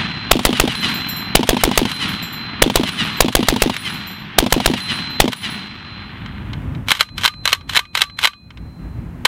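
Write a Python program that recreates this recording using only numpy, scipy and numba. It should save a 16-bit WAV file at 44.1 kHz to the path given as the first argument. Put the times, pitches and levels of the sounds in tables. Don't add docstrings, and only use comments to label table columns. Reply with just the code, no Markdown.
import sys
import numpy as np
from scipy import signal
from scipy.fft import rfft, irfft, next_fast_len
from scipy.io import wavfile
from scipy.ndimage import minimum_filter1d, map_coordinates
from numba import njit

SR = 44100
rng = np.random.default_rng(int(sys.argv[2]) if len(sys.argv) > 2 else 0)


def generate_wav(sig):
    pcm = np.round(np.clip(np.atleast_2d(sig).T, -1, 1) * 32767).astype(np.int16)
    wavfile.write(sys.argv[1], SR, pcm)


N = 408807

# (time [s], level [dB])
WIND_LEVELS = [(0, -66.5), (6, -63.5), (6.45, -63), (6.6, -55.5), (6.85, -62), (7.5, -59), (8.3, -66.5),
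               (8.6, -63), (9.27, -61.5)]
# (frequency [Hz], level [dB])
WIND_COLOUR = [(20, -33), (50, 5), (110, 3), (260, -7), (450, -23.5), (1000, -25.5), (2500, -35),
               (5000, -54), (15000, -58)]
FAR_COLOUR = [(40, -9), (100, 7), (220, 11), (330, -1.5), (520, -15), (800, -4.5), (1200, -0.5),
              (2200, 0.5), (3300, 3), (4500, -6), (7000, -13.5), (10000, -4), (14000, -34)]
CRACK_COLOUR = [(100, 0.5), (900, 1.5), (1400, -12), (2200, -6.5), (3300, -1), (5000, -13), (8000, -23),
                (15000, -31.5)]
STEEL_COLOUR = [(240, -39), (400, -17), (607, -15), (719, -15.5), (979, -4), (1460, -5), (2430, -4.5),
                (3070, -2), (3690, -4.5), (3990, -5.5), (4580, -12.5), (11000, -23), (14600, -24),
                (16000, -53)]
MUZZLE_COLOUR = [(100, -4.5), (900, 2.5), (3500, 3.5), (6000, -6.5), (11000, -7.5), (16000, -21)]
# (peak [s], level [dB], swell [dB/s], t60 [s])
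FAR_RETURNS = [(.11, -30.5, 170, 1.0), (.25, -25, 240, .7), (.6, -54, 60, 3.2)]
# (delay [s], thud pitch [Hz], sharp at first by [octaves], thud level [dB], crack level [dB])
NEAR_RETURNS = [(.012, 198, 0, -12.5, 1), (.028, 420, 0, -25.5, -13), (.039, 166, 0, -9, -30),
                (.0398, 225, 1.05, 3, -11), (.054, 250, 0, -4, -12), (.0765, 225, 0, -4, -13),
                (.078, 950, 0, -1.5, -8.5), (.0845, 121, 0, -17, -22), (.097, 240, 0, -11.5, -34)]
# (frequency [Hz], level [dB], t60 [s])
LINK_MODES = [(7940, -11.5, 0.34), (9800, 2.5, 0.26), (9950, -7, 0.23), (14220, -8.5, 0.28)]
CASE_MODES = [(5500, -13.5, 0.41), (7260, -6.5, 0.25), (7620, -7, 0.21), (12453, -2, 0.27),
              (13380, -22.5, .35), (14050, 8.5, 0.13)]
RECEIVER_MODES = [(1179, -20, .2), (1537, -10.5, 0.065), (2170, -4.5, 0.036), (3086, -0.5, 0.034),
                  (4013, -2.5, .04)]
GUN_MODES = [(1220, -32.5, .3), (1640, -30.5, 0.17), (2025, -8.5, 0.051), (2480, -37, 0.55),
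             (3330, -6.5, 0.025), (3408, -48, 0.57), (3950, -7.5, 0.035), (4074, -29.5, 1.164),
             (6630, -63, .6), (8700, -64.5, 1.1), (9800, -55, .4)]
# (time [s], level [dB])
HANDLING_KNOCKS = [(6.26, -57.5), (6.532, -54), (6.749, -63.5), (6.893, -44), (6.906, -35), (8.505, -58),
                   (8.5725, -60.5), (9.2505, -38.5), (9.2537, -24)]
# (unlock [s], unlock level [dB], feed lever [s], feed lever level [dB],
# rear stop [s], push starts [s], home [s])
HAND_RACKS = [(6.884, -44, 6.9162, -24, 7.008, 7.1796, 7.258),
              (7.4542, -29.5, 7.476, -29.5, 7.5292, 7.694, 7.772),
              (7.9513, -32.5, 7.9735, -33, 8.0176, 8.189, 8.253)]
# (catch [s], catch level [dB], far echo level [dB],
# lasting ring level [dB], case flight [s], case level [dB])
BURST_ENDS = [(-.29, -15, 4, -3, .5, -85), (.752, -19, 4, 3.5, .489, -42), (1.915, -12, 2, 2.5, .449, -47),
              (2.891, -15, 2.5, -2, .412, -50), (3.765, -13, -2, -7, .45, -52),
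              (4.802, -21, -.5, -2.5, .44, -62), (5.33, -12, -2.3, -5.5, .45, -80)]
SHOT_TIMES = [-.43, .3144, .4512, .5986, 1.3532, 1.4903, 1.6362, 1.7757, 2.6221, 2.7563, 3.2053, 3.3513,
              3.4851, 3.62, 4.3857, 4.5242, 4.6593, 5.2015]

BUFFER_S, CYCLE_S = .119, .133


def amp(db):
    return 10 ** (np.asarray(db) / 20)


def clock(seconds):
    return np.arange(int(seconds * SR)) / SR


def fade(t, t60):
    return np.exp(-np.log(1000) * t / t60)


def add(track, s, sound):
    start = round(s * SR)
    part = sound[max(-start, 0):max(len(track) - start, 0)]
    track[max(start, 0):][:len(part)] += part


def noise(colour, size):
    padded = next_fast_len(size)
    hz, db = np.transpose(colour)
    gain = amp(np.interp(np.log(np.fft.rfftfreq(padded, 1 / SR) + 1), np.log(hz), db))
    shaped = irfft(rfft(rng.standard_normal(padded)) * gain, padded)[:size]
    return shaped / np.std(shaped)


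def wander(t, rate_hz):
    return np.interp(t * rate_hz, np.arange(256), rng.standard_normal(256))


def ring(modes, t, detune=0.00023, waver_rad=.12, waver_hz=40):
    out = np.zeros(len(t))
    for (hz, db, t60), (strength, shift, turn) in zip(modes, rng.standard_normal((len(modes), 3))):
        age = t[:int(1.8 * t60 * SR)]
        phase = 2 * np.pi * (hz * (1 + detune * shift) * age + turn) + waver_rad * wander(age, waver_hz)
        out[:len(age)] += amp(db + 2 * strength) * fade(age, t60) * np.sin(phase)
    return out


def burst_of(s):
    return next(row for row in BURST_ENDS if row[0] > s)


def wind(gust_db=2.5, gust_hz=12, hiss_db=-97):
    t = np.arange(N) / SR
    gusts = map_coordinates(rng.standard_normal(int(t[-1] * gust_hz) + 4), [t * gust_hz])
    level_db = np.interp(t, *np.transpose(WIND_LEVELS)) + gust_db * gusts
    return amp(level_db) * noise(WIND_COLOUR, N) + amp(hiss_db) * rng.standard_normal(N)


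def far_echoes(air_db_per_khz2_s=0.73, grain_db=2.5):
    t = clock(1.8)
    hz, delay, spectra = signal.stft(noise(FAR_COLOUR, len(t)), SR, nperseg=256)
    loss_db = air_db_per_khz2_s * np.outer((hz / 1000) ** 2, delay)
    patches_db = grain_db * rng.standard_normal(len(delay))
    tail = signal.istft(spectra * amp(patches_db - loss_db), SR, nperseg=256)[1][:len(t)]
    returns = [amp(db - swell * np.maximum(peak - t, 0)) * fade(np.maximum(t - peak, 0), t60)
               for peak, db, swell, t60 in FAR_RETURNS]
    return tail * np.linalg.norm(returns, axis=0)


def flutter_echo(start_hz=1100, fall_per_s=2.4, centre_s=0.044, width_s=.022, level_db=-24.5):
    t = clock(.1)
    click_hz = start_hz * np.exp(0.033 * rng.standard_normal() - fall_per_s * t)
    arrivals = np.flatnonzero(np.diff(np.floor(np.cumsum(click_hz) / SR)))
    clicks = np.bincount(arrivals, rng.rayleigh(size=len(arrivals)), len(t))
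    train = signal.sosfilt(signal.butter(2, [2200, 3700], 'bandpass', fs=SR, output='sos'), clicks)
    swell = np.exp(-((t - centre_s) / width_s) ** 2)
    return amp(level_db) * train / np.std(train) * swell


def near_echoes(rise_s=0.0006, t60_cycles=12, sink_s=.005, crack_t60=.045):
    out, t = np.zeros(SR // 4), clock(.1)
    onset = 1 - np.exp(-t / rise_s)
    for delay, hz, octaves, thud_db, crack_db in NEAR_RETURNS:
        turns = np.cumsum(hz * 2 ** (octaves * np.exp(-t / sink_s))) / SR
        thud = amp(thud_db) * onset * fade(t, t60_cycles / hz) * np.sin(2 * np.pi * turns)
        crack = amp(crack_db) * fade(t, crack_t60) * noise(CRACK_COLOUR, len(t))
        add(out, delay, thud + crack)
    return out


def spent_metal(link_flight_s=.158, link_db=-38.5, hop_s=0.068, link_hop_db=-3.5, case_hop_db=-10):
    out, t = np.zeros(N), clock(.5)
    onset = 1 - np.exp(-t / 0.003)
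    for s in SHOT_TIMES:
        case_flight_s, case_db = burst_of(s)[4:]
        for hop in range(3):
            link_late, case_late = hop_s * (hop + min(hop, 1) * (rng.random(2) - .5))
            link = onset * ring(LINK_MODES, t, detune=0.018, waver_rad=1, waver_hz=160)
            case = onset * ring(CASE_MODES, t, detune=.01, waver_rad=0.9, waver_hz=130)
            tick = amp(-5) * fade(t, t60=.025) * rng.standard_normal(len(t))
            add(out, s + link_flight_s + link_late, amp(link_db + hop * link_hop_db) * link)
            add(out, s + case_flight_s + case_late, amp(case_db + hop * case_hop_db) * (case + tick))
    return out


def lasting_ring():
    out, longest = np.zeros(N), max(GUN_MODES, key=lambda mode: mode[2])
    for s, _, _, ring_db, *_ in BURST_ENDS:
        add(out, s, amp(ring_db) * ring([longest], clock(2)))
    return out


def bolt_strokes(cycle_db=-28, pull_db=-54, push_db=-56, margin_s=.028):
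    out = [(s + BUFFER_S - margin_s / 2, s + CYCLE_S + margin_s / 2, cycle_db) for s in SHOT_TIMES]
    for unlock, *_, rear, push, home in HAND_RACKS:
        out.append((unlock - margin_s, rear + margin_s, pull_db))
        out.append((push - margin_s, home + margin_s, push_db))
    return out


def bolt_scrapes(catch_db=4.5, catch_hz=350):
    out = np.zeros(N)
    for start, end, db in bolt_strokes():
        t = clock(end - start)
        friction = amp(db + catch_db * wander(t, catch_hz)) * np.hanning(len(t))
        add(out, start, friction * noise(STEEL_COLOUR, len(t)))
    return out


def chatter(start, end, level_db, spacing_s=.015, scatter=.2, spread_db=2.5):
    times = np.arange(start + spacing_s, end, spacing_s)
    return [(s + scatter * spacing_s * late, level_db + spread_db * force)
            for s, (late, force) in zip(times, rng.standard_normal((32, 2)))]


def hard_stop(s, db, build_db, rebound_db, count, spacing_s=.0078):
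    run_in = [(s - k * spacing_s, db - k * build_db) for k in range(count)]
    rebound, settle = (s + .019, db + rebound_db), (s + .08, -54)
    return run_in + [rebound, settle]


def steel_contacts(buffer_db=-20, push_db=-39):
    out = list(HANDLING_KNOCKS)
    out += [(s + BUFFER_S, buffer_db) for s in SHOT_TIMES]
    out += [(s, db) for s, db, *_ in BURST_ENDS]
    for unlock, unlock_db, feed, feed_db, rear, push, home in HAND_RACKS:
        out += [(unlock, unlock_db), (feed, feed_db), (push, push_db)]
        out += chatter(unlock, rear, level_db=-43, spacing_s=.018)
        out += hard_stop(rear, db=-21, build_db=17, rebound_db=-17, count=2, spacing_s=.009)
        out += chatter(push, home, level_db=-54)
        out += hard_stop(home, db=-22.5, build_db=5.5, rebound_db=-5, count=4)
    return out


def action_clanks(clank_db=1.0, rattle_db=-27, receiver_db=-5, ring_db=-10.5, dull_below_db=-48):
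    out, t, ring_t = np.zeros(N), clock(.3), clock(2)
    onset = 1 - np.exp(-t / 0.00069)
    crack_and_rattle = fade(t, t60=0.026) + amp(rattle_db) * fade(t, t60=0.15)
    for s, db in steel_contacts():
        clatter = noise(STEEL_COLOUR, len(t)) * crack_and_rattle
        receiver = amp(receiver_db) * ring(RECEIVER_MODES, t, detune=.015)
        clank = onset * (clatter + receiver)
        if db < dull_below_db:
            clank = signal.sosfilt(signal.butter(2, 4200, fs=SR, output='sos'), clank)
        add(out, s, amp(db + clank_db) * clank)
        add(out, s, amp(db + ring_db) * ring(GUN_MODES, ring_t))
    return out


def muzzle_blast(shock_db=32, shock_s=0.0011, gas_db=21, gas_s=0.0046, suction_db=10, suction_s=0.02):
    t = clock(.03)
    shock_hz = 620 * np.exp(.15 * rng.standard_normal())
    shock = -amp(shock_db) * np.exp(-t / shock_s) * np.sin(2 * np.pi * shock_hz * t)
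    gas = amp(gas_db) * np.exp(-(t / gas_s) ** 2) * noise(MUZZLE_COLOUR, len(t))
    trough = np.sin(np.pi * np.minimum(t / suction_s, 1)) ** 2
    spit = amp(9) * rng.exponential(size=len(t)) * (rng.random(len(t)) < .02)
    return shock + gas + trough * (spit - amp(suction_db))


def gunfire(lock_db=-36, lock_lead_s=0.0031, ring_db=-4, flutter_delay_s=.205):
    out, t = np.zeros(N), clock(2)
    for s in SHOT_TIMES:
        echo_db = burst_of(s)[2]
        add(out, s - lock_lead_s, amp(lock_db) * noise(CRACK_COLOUR, SR // 200))
        add(out, s, muzzle_blast())
        add(out, s, amp(ring_db) * ring(GUN_MODES, t))
        add(out, s, near_echoes())
        add(out, s, amp(echo_db) * far_echoes())
        add(out, s + flutter_delay_s, amp(echo_db) * flutter_echo())
    return out


def scene():
    return (gunfire() + lasting_ring() + action_clanks() + bolt_scrapes() + spent_metal() + wind())[None]


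@njit
def follow(level, attack_s, release_s, state):
    attack, release = attack_s * SR, release_s * SR
    out = np.empty(len(level))
    for i in range(len(level)):
        state += (level[i] - state) / attack if level[i] > state else -state / release
        out[i] = state
    return out


def record(dry, coupling_hz=35, attack_s=0.0039, hold_s=.02, target=0.41, knee=0.0071, top_hz=16000):
    railed = np.clip(dry[0], -1, 1)
    coupled = signal.lfilter(*signal.butter(1, coupling_hz, 'highpass', fs=SR), railed)
    level = np.abs(railed)
    quick = follow(level, attack_s, release_s=.12, state=0.0)
    slow = follow(level, attack_s, release_s=.19, state=0.079)
    envelope = (quick + slow) / 2
    reach = int(hold_s * SR / 2)
    held_peak = -minimum_filter1d(-envelope, size=2 * reach + 1, origin=reach)
    converted = np.clip(coupled * target / (knee + held_peak), -1, 1)
    return signal.sosfiltfilt(signal.butter(24, top_hz, fs=SR, output='sos'), converted)[None]


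dry = scene()
out = record(dry)
generate_wav(out)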